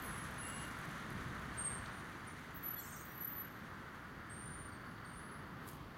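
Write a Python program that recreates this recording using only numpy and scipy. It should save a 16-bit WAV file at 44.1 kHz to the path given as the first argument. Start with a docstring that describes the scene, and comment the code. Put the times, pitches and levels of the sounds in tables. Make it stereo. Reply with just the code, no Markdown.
"""Bicycle passing on a forecourt at night

A bicycle rolls past and away on paving beside a building. Its tyres hiss as shaped noise, its freewheel
ticks as a train of ringing impulses, and its dragging brakes squeal as wavering sines and judder; discrete
echoes and a scattered tail stand for the facade. A distant road, a light breeze and night air are stereo
noises with their own spectra. Near the end comes one short, bright swish of noise."""
import sys
import numpy as np
from scipy import signal
from scipy.fft import rfft, irfft, next_fast_len
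from scipy.io import wavfile

SR = 44100
rng = np.random.default_rng(int(sys.argv[2]) if len(sys.argv) > 2 else 0)


def generate_wav(signal):
    """Clip the signal to [-1, 1] and save it as 16-bit WAV at the path in sys.argv[1]."""
    frames = np.transpose(np.atleast_2d(signal))
    scaled = np.clip(frames, -1, 1) * 32767
    pcm = np.round(scaled).astype(np.int16)
    wavfile.write(sys.argv[1], SR, pcm)


N = 263277
TIME = np.arange(N) / SR

# Brake squeals: t/s, hold/s, f/Hz, level/dB, initial flatness/Hz (negative: sharp), left minus right/dB
SQUEALS = [(0, .06, 12120, -60, -7, 0), (0, 0.064, 13900, -60, 0, 0), (0.024, .23, 10690, -54.5, -3, 0),
           (.1, .08, 7760, -69, -5, 3), (.37, .26, 10600, -50, -3, 0), (.415, .22, 7760, -59.5, 0, 4),
           (.405, .05, 2790, -60, 1, 7), (.48, .19, 2830, -58.5, -3, 4), (1.565, 0.033, 8670, -43, 5, -4.5),
           (1.632, 0.042, 8540, -38.5, -2, -3), (1.675, 0.085, 8640, -49, -0.5, -3),
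           (1.905, .19, 9320, -70.5, 1, 2), (2.26, 0.021, 9360, -55, -9, -1),
           (2.538, 0.032, 14460, -50, 0, -4.5), (2.545, 0.031, 15730, -56, 0, -4.5),
           (2.622, 0.12, 11860, -43, 0.5, 0.5), (2.765, 0.031, 11880, -50, 0, -1),
           (2.752, 0.026, 3400, -64.5, -5, 4), (2.77, 0.028, 4230, -61.5, -6, 0),
           (2.772, 0.1, 7950, -64.5, 500, 5), (2.875, 0.059, 8600, -60.5, 2, -2),
           (2.91, 0.039, 6420, -61, 0, 0), (2.985, .04, 8450, -62, 3, 2), (2.985, 0.027, 6280, -67, 0, 0),
           (3.08, 0.018, 5780, -68, 2, 0), (3.1, 0.023, 9300, -69, 0, 0), (2.755, .19, 13860, -63, -3, 1),
           (2.945, 0.23, 13780, -59.5, -3, -2), (2.965, 0.34, 15620, -70, 0, -3),
           (3.135, 0.089, 11890, -56, -4, 1), (3.194, 0.062, 11870, -44, -4, -2),
           (3.35, 0.058, 11905, -45, 3, 0), (3.205, 0.023, 5980, -68, 5, 0),
           (3.205, 0.13, 15300, -60, 2, -3), (3.255, 0.11, 13700, -54, -2, -1),
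           (3.3, .07, 14230, -57, 0, -1), (4.288, .38, 9060, -53.5, 600, -4.5),
           (4.49, 0.12, 10100, -80, 3, -5), (4.63, 0.034, 8720, -68.5, -6, -4),
           (4.695, 0.036, 8700, -69, 0, -5), (4.85, 0.092, 10730, -73.5, -2, -1),
           (5.038, 0.088, 8780, -66.5, -3.5, -5), (5.105, .08, 9600, -61.5, 902, -4),
           (5.155, 0.19, 10170, -63, 2, -5), (5.32, .09, 10400, -73, 0, -5)]
# Flurries of chirps as the pad skips: t/s, length/s, lowest f/Hz, highest f/Hz, rate/s^-1, level/dB
FLURRIES = [(2.779, 0.23, 5590, 9600, 85, -65), (2.8, .62, 13800, 15800, 60, -71)]
# Spectrum of the bicycle's tyre hiss: f/Hz, relative density/dB
TYRE_HISS_SPECTRUM = [(600, -9.5), (1400, -4), (1800, 1), (2150, 2), (2550, -5.5), (2950, -7), (3500, -7.5),
                      (4500, -13), (5100, -18.5), (6200, -13), (7800, -20.5), (10300, -18), (15500, -42)]
# Small sharp ticks: t/s, level/dB, centre f/Hz
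TICKS = [(.24, -40, 9000), (.485, -39, 14000), (.712, -45, 7000), (1.859, -39, 4180), (5.731, -45, 8000)]
# Reflections from paving and facade, relative to the direct sound: delay t/s, level/dB
ECHOES = [(.0043, -19), (.023, -7.5), (.037, -14.5)]
# The swish, a quick stroke within a soft, longer rub: t/s, half width/s, level/dB
SWISH_STROKES = [(5.686, 0.013, -57.5), (5.705, 0.059, -64)]
# Spectrum of the swish: f/Hz, relative density/dB
SWISH_SPECTRUM = [(2000, -8), (4000, -5), (6000, -6), (8000, -4), (11000, 2), (14000, 2), (16000, -2)]
# Distant road, before the layer gains below: t/s, engine rumble level/dB, tyre roar level/dB
ROAD_LEVELS = [(0.0, -52.5, -50.5), (1.0, -51.5, -52), (1.76, -53.5, -51), (2.28, -54.5, -55),
               (3.22, -56.5, -55.5), (3.97, -55.5, -55), (4.21, -55, -56), (5.5, -54, -55),
               (5.65, -53.5, -53.5), (5.97, -58, -56)]
# Spectrum of the engine rumble: f/Hz, relative density/dB
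RUMBLE_SPECTRUM = [(20, -21), (45, -9.5), (70, -4.5), (110, -1), (160, 0.5), (220, -2), (300, -4.5),
                   (410, -11.5), (600, -21.5)]
# Spectrum of the distant tyre roar: f/Hz, relative density/dB
ROAR_SPECTRUM = [(350, -8.5), (500, -7), (750, -6), (900, -5), (1100, 0), (1450, 0.5), (1900, -4),
                 (2200, -10), (2500, -16), (2850, -14.5), (3300, -18), (4200, -23.5), (4600, -22),
                 (5100, -29.5)]
# Puffs of a light breeze: t/s, half width/s, level/dB
PUFFS = [(.3, 0.65, -62), (1.23, 0.12, -53.5), (1.65, 0.27, -58), (4.6, .15, -62), (5.17, .04, -59),
         (5.87, .1, -60)]
# Spectrum of the breeze's buffeting: f/Hz, relative density/dB
BUFFET_SPECTRUM = [(20, -12), (40, -9.5), (65, -0.5), (95, -4.5), (150, -10)]
# Spectrum of the night air: f/Hz, relative density/dB
AIR_SPECTRUM = [(4500, 4.5), (6300, -1), (8000, -5), (11000, 0.6), (15500, 1)]
# Correlation of the two ears, limited to 1 in use: f/Hz, likeness
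EAR_LIKENESS = [(40, 0.7), (130, 0.83), (500, 0.66), (1200, 0.67), (1800, 0.78), (2200, 0.24), (2700, 0),
                (3300, 0.56), (4500, 0.68), (8000, 1.2)]
# Stereo balance, of which each noise takes a share: f/Hz, left minus right/dB
EAR_LEAN = [(60, -4.5), (130, -3.5), (290, -1), (640, 1.5), (1410, 0.5), (3100, 6.5), (6820, -5.5),
            (15000, -2)]

# The bicycle passes in a straight line and slows as its brakes drag
PASS_S, NEAREST_M, SPEED_M_PER_S, SLOWING_M_PER_S2 = 0.6, 6.3, 4.2, 0.18
HISS_DB, HISS_DB_PER_M_PER_S = -55, 4.5  # at the nearest point, and growth with speed
SQUEAL_ATTACK_S, SQUEAL_SAG_DB_PER_S, SQUEAL_RELEASE_DB_PER_S = 0.023, 20, 450
SQUEAL_GLIDE_S = 0.18  # time to reach the mode's pitch
# Pitch shake at first, its later limit, and the time constant between; both scale with pitch
WAVER_HZ, WAVER_FAR_HZ, WAVER_SETTLE_S, WAVER_AT_HZ = 85, 22, 1.74, 10000
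JUDDER_S, JUDDER_ATTACK_S, JUDDER_HOLD_S = 2.75, 0.067, 0.23
JUDDER_DB, JUDDER_RELEASE_DB_PER_S = -63, 160
CHIRP_S, CHIRP_SPREAD_DB, CHIRP_SLIDE_HZ_PER_S = 0.034, 2.5, 5400
CLICKS_PER_M, FREEWHEEL_DB = 6.2, -86.5
FREEWHEEL_SWELL_S, FREEWHEEL_SWELL_HALF_WIDTH_S, FREEWHEEL_SWELL_DB = 4.99, 0.52, 12.7
RUMBLE_GAIN_DB, ROAR_GAIN_DB = 1.5, 2.5
DULL_S, DULL_HALF_WIDTH_S, DULL_SHARE = 5.8, 0.17, 0.65  # the roar's upper edge dips by this share
BREEZE_DB = -67  # between puffs
CUTOFF_HZ = 15900


def brake_tone(hz, waver_hz, flutter_db):
    """Friction-driven oscillation: one mode sings while uneven grip shakes its pitch and strength."""
    shake = drift(130, size=SR)[:len(hz)]
    flutter = drift(35, size=SR)[:len(hz)]
    phase = 2 * np.pi * np.cumsum(hz + waver_hz * shake) / SR
    return np.sqrt(2) * np.sin(phase) * from_db(flutter_db * flutter)


def brakes():
    """Self-excited squeal: each mode catches, sags and rings out; later ones keep steadier pitch."""
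    out, t = np.zeros((2, N)), TIME[:SR // 2]
    for start, hold_s, hz, db, flat_hz, lean_db in SQUEALS:
        pitch = hz - flat_hz * np.maximum(1 - t / SQUEAL_GLIDE_S, 0)
        waver_hz = WAVER_FAR_HZ + (WAVER_HZ - WAVER_FAR_HZ) * np.exp(-start / WAVER_SETTLE_S)
        tone = brake_tone(pitch, waver_hz * hz / WAVER_AT_HZ, flutter_db=2.0)
        shape = envelope(t, SQUEAL_ATTACK_S, hold_s, SQUEAL_RELEASE_DB_PER_S)
        level = from_db(db - SQUEAL_SAG_DB_PER_S * t) * shape
        for ear, gain in zip(out, pan(lean_db)):
            add(ear, start, gain * level * tone)
    return out


def judder(slips_hz=660, jitter=0.03, low_hz=5800, high_hz=8600):
    """Stick-slip: uneven slips of the pad knock the rim's high modes, here harmonics 8 to 14."""
    out, t = np.zeros(N), TIME[:SR // 2]
    slip_rate = slips_hz * (1 + jitter * drift(200, size=len(t)))
    phase = 2 * np.pi * np.cumsum(slip_rate) / SR
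    slips = np.zeros(len(t))
    for k in range(8, 15):
        slips += np.sin(k * phase) * from_db(3.9 * drift(40, size=len(t)))
    level = from_db(JUDDER_DB) * envelope(t, JUDDER_ATTACK_S, JUDDER_HOLD_S, JUDDER_RELEASE_DB_PER_S)
    add(out, JUDDER_S, level * rms_one(band(slips, low_hz, high_hz)))
    return out


def chirps():
    """Transient mode excitation: the skipping pad sounds one brief, slightly sliding mode after another."""
    out, t = np.zeros(N), np.arange(0, CHIRP_S, 1 / SR)
    shape = np.sin(np.pi * t / CHIRP_S) ** 2
    for start, length_s, low_hz, high_hz, per_s, db in FLURRIES:
        for k in range(round(per_s * length_s)):
            when, mode = rng.random(2)
            slide, strength = rng.standard_normal(2)
            hz = low_hz + (high_hz - low_hz) * mode + CHIRP_SLIDE_HZ_PER_S * slide * t
            tone = np.sqrt(2) * np.sin(2 * np.pi * np.cumsum(hz) / SR)
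            level = from_db(db + CHIRP_SPREAD_DB * strength)
            add(out, start + (k + when) / per_s, level * shape * tone)
    return out


def ride():
    """Uniform deceleration on a straight line: the bicycle's speed (m/s) and distance (m)."""
    speed = SPEED_M_PER_S - SLOWING_M_PER_S2 * (TIME - PASS_S)
    along = (speed + SPEED_M_PER_S) / 2 * (TIME - PASS_S)
    return speed, np.hypot(along, NEAREST_M)


def tyres():
    """Rolling noise: the hiss grows with speed and its pressure varies inversely with distance."""
    speed, distance = ride()
    level_db = HISS_DB + HISS_DB_PER_M_PER_S * (speed - SPEED_M_PER_S) + 1.2 * drift(22)
    return from_db(level_db) * NEAREST_M / distance * wash(TYRE_HISS_SPECTRUM, lean_share=0.59)


def freewheel(ring_hz=4520, width_hz=220, decay_s=0.0089):
    """Impulsive excitation: the pawl drops over each tooth and rings briefly, at a rate set by speed."""
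    clicks_per_s = CLICKS_PER_M * ride()[0]
    teeth_passed = np.cumsum(clicks_per_s * (1 + 0.06 * drift(5))) / SR
    since_click_s = teeth_passed % 1 / clicks_per_s
    clicks = rng.standard_normal(N) * np.exp(-since_click_s / decay_s)
    ringing = rms_one(band(clicks, ring_hz - width_hz / 2, ring_hz + width_hz / 2))
    more_db = FREEWHEEL_SWELL_DB * swell(FREEWHEEL_SWELL_S, FREEWHEEL_SWELL_HALF_WIDTH_S)
    return from_db(FREEWHEEL_DB + more_db) * ringing


def ticks(decay_s=0.0044):
    """Damped impulse: each tick is a quickly dying noise burst about an octave wide."""
    out, t = np.zeros(N), TIME[:SR // 10]
    for start, db, hz in TICKS:
        burst = band(rng.standard_normal(len(t)), hz * 0.7, hz * 1.35)
        add(out, start, from_db(db) * burst / np.abs(burst).max() * np.exp(-t / decay_s))
    return out


def grit(per_s=80, level_db=-65.0, fade_db_per_s=-6.0, spread_db=1.5, decay_s=0.0017):
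    """Random impulses: grains snap under the tyres, fainter as the bicycle draws away."""
    sizes = from_db(spread_db * np.minimum(rng.exponential(1, N), 3))
    impulses = sizes * (rng.random(N) < per_s / SR)
    decaying = signal.lfilter([1], [1, -np.exp(-1 / (decay_s * SR))], impulses + 1e-18)
    snaps = decaying * rng.standard_normal(N)
    return from_db(level_db + fade_db_per_s * TIME) * rms_one(band(snaps, 7500, 13500))


def forecourt(x, t60, wet_db):
    """Reflection and reverberation: a few hard echoes and a short scattered tail, with unit energy."""
    t = TIME[:SR // 2]
    tail = rng.standard_normal(len(t)) * from_db(-60 * t / t60)
    response = from_db(wet_db) * rms_one(tail) / np.sqrt(len(t))
    response[0] = 1  # direct sound
    for delay, db in ECHOES:
        response[round(delay * SR)] += from_db(db)
    return signal.fftconvolve(x, [response / np.linalg.norm(response)])[:, :N]


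def swish():
    """Amplitude-modulated noise: a short, grainy rub that swells and dies."""
    grain = from_db(3.0 * drift(200))
    return swells(SWISH_STROKES) * grain * wash(SWISH_SPECTRUM, lean_share=0.29)


def road(edge_low_hz=1200, edge_high_hz=2200):
    """Superposition of noises: far engines rumble under the roar of tyres on asphalt."""
    rumble_db, roar_db = in_time(ROAD_LEVELS)
    rumble_gain = from_db(rumble_db + RUMBLE_GAIN_DB + 0.55 * drift(3.8))
    rumble = rumble_gain * wash(RUMBLE_SPECTRUM, lean_share=0.97)
    roar_gain = from_db(roar_db + ROAR_GAIN_DB + 0.44 * drift(11.5))
    roar = roar_gain * wash(ROAR_SPECTRUM, lean_share=0.55)
    edge_filter = signal.butter(2, [edge_low_hz, edge_high_hz], "band", fs=SR, output="sos")
    edge = signal.sosfiltfilt(edge_filter, roar)  # zero phase, so that it subtracts cleanly
    return rumble + roar - DULL_SHARE * swell(DULL_S, DULL_HALF_WIDTH_S) * edge


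def breeze():
    """Low-frequency pressure fluctuation: soft buffeting that comes in puffs."""
    return (from_db(BREEZE_DB) + swells(PUFFS)) * wash(BUFFET_SPECTRUM, lean_share=0.2)


def night_air():
    """Stationary noise: a faint, steady high hiss."""
    return from_db(-75.0) * wash(AIR_SPECTRUM, lean_share=0.53)


def wash(spectrum, lean_share):
    """Partial coherence: coloured stereo noise, the ears more or less alike at each frequency; rms 1."""
    size = next_fast_len(N, True)
    hz = np.arange(1, size // 2 + 2) * SR / size
    # The spectrum falls away over an octave beyond either end
    closed = [(spectrum[0][0] / 2, -50), *spectrum, (spectrum[-1][0] * 2, -70)]
    mid, side = rfft(rng.standard_normal((2, size)))
    alike = np.clip(at_hz(EAR_LIKENESS, hz), -1, 1)
    ears = np.sqrt(1 + alike) * mid + np.sqrt(1 - alike) * side * [[1], [-1]]
    coloured = ears * from_db(at_hz(closed, hz)) * pan(lean_share * at_hz(EAR_LEAN, hz))
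    return rms_one(irfft(coloured, size)[:, :N])


def drift(rate_hz, size=N):
    """Low-passed chance: two equal poles at rate_hz, run at every 40th sample; spread about 1."""
    step, settle = 40, 2000
    r = np.exp(-2 * np.pi * rate_hz * step / SR)
    slow = signal.lfilter([1], [1, -2 * r, r * r], rng.standard_normal(size // step + settle + 2))
    settled = rms_one(slow)[settle:]
    return np.interp(np.arange(size) / step, np.arange(len(settled)), settled)


def band(x, low_hz, high_hz):
    """Band limitation: a gentle band-pass."""
    edges = [low_hz, min(high_hz, SR / 2 - 1000)]
    return signal.sosfilt(signal.butter(2, edges, "band", fs=SR, output="sos"), x)


def envelope(t, attack_s, hold_s, release_db_per_s):
    """Growth and decay: rises smoothly from time zero; exponential decay begins at hold_s."""
    attack = np.sin(np.pi / 2 * np.clip(t / attack_s, 0, 1)) ** 2
    return attack * from_db(-release_db_per_s * np.maximum(t - hold_s, 0))


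def swell(at_s, half_width_s):
    """Gaussian pulse: a smooth rise and fall of height 1."""
    return np.exp(-((TIME - at_s) / half_width_s) ** 2)


def swells(rows):
    """Superposition of Gaussian gains from rows of t/s, half width/s, level/dB."""
    return sum(from_db(db) * swell(at_s, half_width_s) for at_s, half_width_s, db in rows)


def pan(lean_db):
    """Interaural level difference: left and right gains."""
    return from_db(lean_db / 2 * np.array([[1], [-1]]))


def add(out, start, sound):
    """Superposition: mix a sound in from its start time."""
    at = max(round(start * SR), 0)
    out[at:at + len(sound)] += sound[:N - at]


def in_time(rows):
    """Linear interpolation: each column of a table as a curve in time."""
    t, *columns = np.transpose(rows)
    return [np.interp(TIME, t, column) for column in columns]


def at_hz(points, hz):
    """Logarithmic pitch scale: a spectrum interpolated on a log-frequency axis."""
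    f, values = np.transpose(points)
    return np.interp(np.log(hz), np.log(f), values)


def from_db(db):
    """Decibel definition: amplitude ratio from level."""
    return 10 ** (np.asarray(db) / 20)


def rms_one(x):
    """Power normalisation: scale to rms 1."""
    return x / np.sqrt(np.mean(x ** 2) + 1e-20)


def scene():
    """Superposition: the bicycle before the facade, with road, breeze and night air all round."""
    direct = brakes() + judder() + freewheel() + ticks() + grit()
    bicycle = forecourt(direct, t60=0.47, wet_db=-8.0)
    # A second tail, of opposite sign at the two ears, makes them differ
    spread = from_db(-17.0) * forecourt(direct, t60=0.31, wet_db=19) * [[1], [-1]]
    return bicycle + spread + chirps() + tyres() + swish() + road() + breeze() + night_air()


def record(dry):
    """Low-pass filtering: an elliptic filter cuts the top steeply."""
    return signal.sosfilt(signal.ellip(12, 0.1, 80, CUTOFF_HZ, fs=SR, output="sos"), dry)


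dry = scene()
out = record(dry)
generate_wav(out)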